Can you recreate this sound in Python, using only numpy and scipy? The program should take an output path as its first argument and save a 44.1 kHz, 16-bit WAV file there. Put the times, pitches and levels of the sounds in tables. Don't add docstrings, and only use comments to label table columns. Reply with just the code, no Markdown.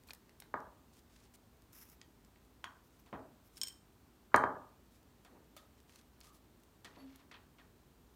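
import sys
import numpy as np
from scipy import signal
from scipy.fft import rfft, irfft
from scipy.io import wavfile
from scipy.ndimage import uniform_filter1d

SR = 44100
rng = np.random.default_rng(int(sys.argv[2]) if len(sys.argv) > 2 else 0)


def waveform_to_disk(signal):
    frames = np.transpose(np.atleast_2d(signal))
    scaled = np.clip(frames, -1, 1) * 32767
    samples = np.round(scaled).astype(np.int16)
    wavfile.write(sys.argv[1], SR, samples)


def decibels_to_gain(level_db):
    exponent = np.asarray(level_db, float) / 20
    return 10 ** exponent


N = 359415

# (frequency [Hz], relative strength per Hz [dB])
HUSH_COLOUR = [(15, -34), (25, -1.5), (59, 0.5), (185, -5), (242, -4.5), (416, -8), (503, -14),
               (988, -15.5), (2160, -23.5), (4250, -25.5), (4870, -27.5), (9070, -29), (10400, -32.5),
               (14800, -26.5), (15900, -32.5)]
HUSH_DB = -66
# (frequency [Hz], width [Hz], level [dB])
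WALL_DRONE = [(56.3, 7.8, -73), (242, 15, -78.5)]
CRACKLES_PER_S, CRACKLE_GAIN_DB = 5.5, -72
# (time
# [s], length [s], level before its swell [dB], centre [Hz])
RUSTLE_STROKES = [(0.068, 0.052, -66.5, 11000), (0.924, 0.09, -71.5, 6200), (1.095, 0.19, -71.5, 4300),
                  (1.337, 0.024, -61, 8050), (2.921, 0.058, -77, 5500), (3.517, 0.27, -70.5, 7700),
                  (3.57, 0.02, -59.5, 7500), (4.91, 0.084, -76, 6050), (5.29, 0.16, -70, 597),
                  (5.775, 0.023, -71, 4260), (5.876, 0.15, -69, 4800), (6.231, 0.085, -67, 6000),
                  (6.323, 0.07, -70.5, 8020), (6.901, 0.45, -72, 2000)]
RUSTLE_OCTAVES = 1.1
FLUTTER_DB = 2.2
# (time [s], peak of the ring [dB], contact time [ms])
CAP_FLICKS = [(.0866, -50, .08), (.1066, -37, .08)]
# (frequency [Hz], level [dB], time to fade by 60 dB [s])
CAP_MODES = [(2440, -1.1, 0.025), (4320, 1, 0.016)]
# (level [dB], centre [Hz], width [octaves], time to fade by 60 dB [ms])
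SMALL_CRACK_NOISE = (-7.5, 3800, 1, 35)
# (time [s], level [dB], centre [Hz], width [octaves])
FINGER_TICKS = [(0.0942, -46, 1490, 0.19), (0.1335, -38.5, 8600, 1.8), (0.148, -49, 11000, 0.63),
                (0.2933, -51, 1240, 2.2), (.401, -37.5, 9500, 0.84), (0.4214, -43, 2100, 1.24),
                (1.73, -47.5, 12540, 2.4), (1.8986, -47, 13200, 0.33), (2.0142, -41.5, 3650, 0.86),
                (2.2472, -53, 5160, 1.1), (2.359, -53, 1320, 1.2), (3.1272, -45.5, 2200, 0.58),
                (4.3604, -27, 7000, 0.81), (5.895, -51.5, 1434, 1.2), (5.9583, -47, 3960, 1.7),
                (6.204, -48.5, 10860, 1.3), (6.2112, -44, 4013, 0.74), (7.1585, -46, 8430, 1.7)]
TICK_T60_MS, TICK_RING_DB = 15, 2
# (frequency [Hz], time to fade by 60 dB [s])
ROOM_FADE = [(120, 0.52), (320, 0.49), (840, 0.5), (1300, 0.46), (2210, 0.26), (5820, 0.28)]
WALL_HZ, WALL_DB_PER_OCTAVE = 1800, 4
ROOM_DB, EARLY_DB, EARLY_S = -5.5, 2, .025
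CLUMP_DB = 3.5
# (time [s], peak of the ring [dB], contact time [ms])
FOOT_KNOCKS = [(.5403, -23.5, 0.41), (4.3432, -6.5, 0.31), (4.4375, -17, 0.44)]
# (frequency [Hz], level [dB], time to fade by 60 dB [s])
TABLE_MODES = [(76, -33.5, 0.084), (135, -26.5, 0.063), (264, -19, 0.051), (408.7, -11, 0.022),
               (610, -9.5, 0.035), (746, -5.5, 0.02), (933, 3, 0.011), (1222, -2.5, 0.033),
               (1385, -4.5, 0.021), (1670, 4.5, 0.011), (2230, -0.5, 0.0081)]
TWIN_APART_HZ = 55
# (time [s], length [s], level before its swell [dB])
SALT_STROKES = [(1.724, 0.16, -59.5), (1.874, 0.083, -68), (2.832, 0.051, -74), (2.984, 0.04, -72),
                (3.434, 0.056, -73.5)]
# (frequency [Hz], relative strength [dB])
SALT_TONE = [(530, -43), (900, -7.5), (1790, -6.5), (2360, -7), (4520, -17), (5220, -3), (8000, -13),
             (12900, -2), (16000, -8.5)]
# (time [s], peak of the ring [dB], contact time [ms])
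SPOON_RAPS = [(2.6415, -32, 0.13)]
# (frequency [Hz], level [dB], time to fade by 60 dB [s])
SPOON_MODES = [(1046, 0.5, 0.013), (1236, -1, 0.013), (1510, 2.5, 0.011), (2000, 0, 0.0085),
               (2440, -1, 0.009), (3275, 0.5, 0.009)]
# (time [s], level [dB], centre [Hz], width [octaves], time to fade by 60 dB [ms])
DULL_TAPS = [(3.061, -59, 794, 2.3, 36), (3.127, -42, 640, 1.15, 160), (4.318, -56.5, 1388, 0.51, 20.3),
             (5.249, -51, 745, 2.26, 30), (5.325, -62, 455, 0.53, 59), (5.565, -48, 3500, 2.0, 56),
             (6.846, -43, 1883, 1.53, 56), (6.964, -58, 582, 1.06, 114), (7.201, -58, 595, 2.4, 31),
             (7.313, -45, 2020, 1.08, 44), (7.34, -50, 2620, 0.7, 55), (7.584, -56.5, 1800, 1.1, 56)]
HOLLOW_DB = 5
TAP_ROOM_DB, TAP_REFERENCE_DB, WETTER_PER_DB = 6.5, -53.5, 0.34
# (time [s], peak of the ring [dB], contact time [ms])
JAR_THUMPS = [(3.137, -46.5, 2)]
# (frequency [Hz], level [dB], time to fade by 60 dB [s])
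COUNTER_MODES = [(158, -7.5, 0.21), (270, -3, 0.23), (380, -10, 0.072)]
# (time [s], peak of the ring [dB], contact time [ms], spot: rim above zero, foot below [dB])
BOWL_CLINKS = [(3.5702, -45, 0.036, 11), (3.6144, -24.5, 0.075, 0), (3.6335, -24.5, 0.037, 5.5),
               (3.6716, -35, 0.066, -3.5), (3.6826, -36, 0.023, 3), (4.3432, -38.5, 0.12, -12.5),
               (4.3605, -46.5, .16, -19.5), (4.4375, -54, 0.17, -10.5)]
# (frequency [Hz], level [dB], time to fade by 60 dB [s], lean towards the blow's spot [share])
BOWL_MODES = [(1065, -33.5, 0.05, 0.28), (1581, -31.5, 0.05, .3), (4000, -23, .02, .3),
              (6000, -17.5, 0.0081, 0.365), (8960, -11.5, 0.021, 0.67), (3150, -15, .085, -.6),
              (5372, 0, .02, .8), (6935, -9, .055, -.5), (8240, -7, .05, .5), (14820, -4, .016, .2),
              (11250, -19.5, .06, 0.2), (13200, -3.5, .012, .3)]
# (time [s], peak of the ring [dB], contact time [ms])
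JAR_NUDGES = [(5.566, -48.5, .12)]
# (frequency [Hz], level [dB], time to fade by 60 dB [s])
JAR_MODES = [(577, -2, 0.052), (1270, 1, 0.035), (3470, -4, 0.05)]
# (time [s], length [s], level before its swell [dB], centre [Hz], width [octaves])
LID_SQUEAK = (6.232, .15, -73.5, 1250, .06)
# (frequency [Hz], width [Hz], relative level [dB])
VESSEL_TONES = [(272, 8, 0.5), (580, 67.6, 0), (1980, 40, 0), (4470, 42, 4), (11300, 31, -1.5)]
DRAG_S, DRAG_DB, SWELL_DB_PER_S, FADE_DB_PER_S = 7.055, -52.5, 195, 134
UPPER_LEAD_S, UPPER_DB, UPPER_HASTE = 0.052, -73, 2.3
MIC_LOW_HZ = 47


def evened(x):
    return x / np.sqrt(np.mean(x ** 2) + 1e-20)


def read(points, hz):
    f, value = np.transpose(points)
    return np.interp(np.log(hz + 1), np.log(f + 1), value)


def add(mix, s, sound):
    part = mix[round(s * SR):][:len(sound)]
    part += sound[:len(part)]


def band(x, centre_hz, octaves, hollow_db=0):
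    away = np.log2((np.fft.rfftfreq(len(x), 1 / SR) + 1) / centre_hz)
    bell_db = -6 * (np.where(away < 0, 0.31 * away, away) / octaves) ** 2
    body_db = hollow_db * (np.exp(-(away / 0.1086) ** 2) + 0.18 * np.minimum(away, 0))
    return irfft(rfft(x) * decibels_to_gain(bell_db + body_db), len(x))


def burst(level_db, centre_hz, octaves, ms, hollow_db=0):
    t = np.arange(8192) / SR
    puff = evened(band(rng.standard_normal(len(t)), centre_hz, octaves, hollow_db))
    onset = np.minimum(t / 0.00085, 1)
    return decibels_to_gain(level_db - 4.0 - 60000 * t / ms) * onset * puff


def hush():
    frames, hz = N // 512 + 5, np.fft.rfftfreq(2048, 1 / SR)
    a, b, patches = rng.standard_normal((frames, 1025, 3)).T
    patches = uniform_filter1d(uniform_filter1d(patches, 20, 0), 8, 1)
    strength_db = read(HUSH_COLOUR, hz)[:, None] + 0.19 * evened(patches)
    noise = signal.istft((a + 1j * b) * decibels_to_gain(strength_db), nperseg=2048, noverlap=1536)[1][:N]
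    return decibels_to_gain(HUSH_DB) * evened(noise)


def wavering(lines):
    t = np.arange(N) / SR
    wander = uniform_filter1d(rng.standard_normal((len(lines), N)), 2000, 1).cumsum(1) / np.sqrt(SR)
    tones = []
    for (hz, width, db), drift in zip(lines, wander):
        phase = 2 * np.pi * hz * t + 2.233 * np.sqrt(width) * drift
        tones.append(np.sqrt(2) * decibels_to_gain(db) * np.sin(phase))
    return tones


def wall_drone():
    return sum(wavering(WALL_DRONE))


def crackle():
    happens = rng.random(N) < CRACKLES_PER_S / SR
    size = decibels_to_gain(5.3 * np.minimum(rng.exponential(1, N), 3)) * happens
    ticks = signal.lfilter([1], [1, -.985], size) * rng.standard_normal(N)
    return decibels_to_gain(CRACKLE_GAIN_DB) * band(np.r_[ticks, 0], 7300, 1.1)[:N]


def stroke(length, level_db, colour):
    t = np.arange(14000) / SR
    chance, size = rng.random(len(t)), rng.exponential(1, len(t))
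    noise, hiss, pressure = rng.standard_normal((3, len(t)))
    grains = decibels_to_gain(2.0 * np.minimum(size, 5)) * (chance < 700 / SR)
    scratches = signal.lfilter([1], [1, -.97], grains) * noise
    rub = evened(colour(evened(scratches) + 1.1 * hiss))
    flutter = evened(uniform_filter1d(uniform_filter1d(pressure, size=500), size=500))
    swell = np.sin(np.pi * np.clip(t / length, 0, 1) ** .75) ** .45
    return decibels_to_gain(level_db + FLUTTER_DB * flutter) * rub * swell


def rustles():
    out = np.zeros(N)
    for s, length, level_db, centre_hz in RUSTLE_STROKES:
        add(out, s, stroke(length, level_db, lambda x: band(x, centre_hz, RUSTLE_OCTAVES)))
    return out


def blows(rows, modes, crack, twin=0, twin_t60=1, twin_power=1, soften_db_per_ms=0):
    out, t = np.zeros(N), np.arange(SR // 3)[:, None] / SR
    hz, db, t60, *lean = np.transpose(modes)
    apart_hz = TWIN_APART_HZ * rng.uniform(-1, 1, size=(3, len(modes)))
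    twins = sum(np.sin(2 * np.pi * (hz + apart) * t) for apart in apart_hz)
    lingering = twin * (t60 / twin_t60) ** twin_power * decibels_to_gain(-60 * t / twin_t60) * twins
    main = decibels_to_gain(-60 * t / t60) * np.sin(2 * np.pi * hz * t)
    direction = (-1) ** np.arange(len(modes))
    for s, peak_db, ms, *spot_db in rows:
        struck_db = db + sum(spot * share for spot, share in zip(spot_db, lean))
        ring = (direction * decibels_to_gain(struck_db) * (main + lingering)).sum(1)
        push = np.exp(-.5 * ((t[:200, 0] * 1000 - ms) / (ms / np.pi)) ** 2)
        sound = signal.oaconvolve(ring, push)
        add(out, s - ms / 1000, decibels_to_gain(peak_db) * sound / abs(sound).max())
        add(out, s, decibels_to_gain(peak_db - soften_db_per_ms * ms) * burst(*crack))
    return out


def cap_flicks():
    return blows(CAP_FLICKS, CAP_MODES, crack=SMALL_CRACK_NOISE)


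def finger_ticks():
    out = np.zeros(N)
    for s, *shape in FINGER_TICKS:
        add(out, s, burst(*shape, TICK_T60_MS, TICK_RING_DB))
    return out


def room(x, delay_s=.005):
    taps = np.zeros(SR)
    at = np.arange(0, SR - 20, 20)
    taps[at + rng.integers(0, 20, len(at))] = rng.choice([-1., 1.], len(at))
    hz, t, z = signal.stft(taps, SR, nperseg=256)
    clumps = evened(uniform_filter1d(rng.standard_normal(z.shape), size=4, axis=0))
    uneven_db = CLUMP_DB * clumps + EARLY_DB * np.exp(-t / EARLY_S)
    fade_db = -60 * t / read(ROOM_FADE, hz)[:, None]
    wall_db = -WALL_DB_PER_OCTAVE * np.log2(1 + hz / WALL_HZ)[:, None]
    tail = signal.istft(z * decibels_to_gain(uneven_db + fade_db + wall_db), SR, nperseg=256)[1]
    tail = np.r_[np.zeros(round(delay_s * SR)), decibels_to_gain(ROOM_DB) * tail / np.linalg.norm(tail)]
    return signal.fftconvolve(x, tail)[:N]


def foot_knocks():
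    return blows(FOOT_KNOCKS, TABLE_MODES, crack=(-8.5, 3000.5, 0.62, 39.5),
                 twin=0.12, twin_t60=.2, soften_db_per_ms=60.5)


def salt():
    out = np.zeros(N)
    gain = decibels_to_gain(read(SALT_TONE, np.fft.rfftfreq(14000, 1 / SR)))
    for s, length, level_db in SALT_STROKES:
        add(out, s, stroke(length, level_db, lambda x: irfft(rfft(x) * gain, len(x))))
    return out


def spoon_raps():
    return blows(SPOON_RAPS, SPOON_MODES, crack=(-9.0, 4500, 1.0, 25))


def dull_taps():
    near, far = np.zeros((2, N))
    for s, level_db, centre_hz, octaves, ms in DULL_TAPS:
        room_db = TAP_ROOM_DB + WETTER_PER_DB * (TAP_REFERENCE_DB - level_db)
        sound = burst(level_db, centre_hz, octaves, ms, HOLLOW_DB)
        add(near, s, sound)
        click = band(signal.unit_impulse(1024, 256), centre_hz, octaves, HOLLOW_DB)
        click = click * np.linalg.norm(sound) / np.linalg.norm(click)
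        add(far, s - 256 / SR, decibels_to_gain(room_db) * click)
    return near, far


def jar_thumps():
    return blows(JAR_THUMPS, COUNTER_MODES, crack=(-9, 1100, 1.5, 32))


def bowl_clinks():
    return blows(BOWL_CLINKS, BOWL_MODES, crack=(-7.5, 5498.5, 0.37, 22),
                 twin=.6, twin_t60=0.33, twin_power=1.3)


def jar_nudges():
    return blows(JAR_NUDGES, JAR_MODES, crack=SMALL_CRACK_NOISE)


def lid_squeak():
    out = np.zeros(N)
    s, length, level_db, *tone = LID_SQUEAK
    add(out, s, stroke(length, level_db, lambda x: band(x, *tone)))
    return out


def drag():
    t = np.arange(N) / SR - DRAG_S
    early = UPPER_HASTE * (t + UPPER_LEAD_S)
    lowest, *upper = wavering(VESSEL_TONES)
    low_loss, high_loss = (np.maximum(-SWELL_DB_PER_S * u, FADE_DB_PER_S * u) for u in (t, early))
    return decibels_to_gain(DRAG_DB - low_loss) * lowest + decibels_to_gain(UPPER_DB - high_loss) * sum(upper)


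def scene():
    ticks = finger_ticks()
    knocks = foot_knocks() + jar_thumps()
    raps = spoon_raps() + jar_nudges()
    taps, far_taps = dull_taps()
    clinks = bowl_clinks()
    wet = room(decibels_to_gain(-4.0) * ticks + decibels_to_gain(-3.5) * knocks + decibels_to_gain(-2.5) * raps + far_taps + decibels_to_gain(-5.0) * clinks)
    slides = rustles() + salt() + lid_squeak() + drag()
    near = crackle() + cap_flicks() + ticks + knocks + raps + taps + clinks + slides
    return (hush() + wall_drone() + near + wet)[None]


def roll_off(x):
    return signal.sosfilt(signal.butter(12, 15830, fs=SR, output="sos"), x)


def record(dry):
    b, a = signal.butter(N=3, Wn=MIC_LOW_HZ, btype="high", fs=SR)
    mix = signal.lfilter(b, a, dry)
    return roll_off(mix)


dry = scene()
out = record(dry)
waveform_to_disk(out)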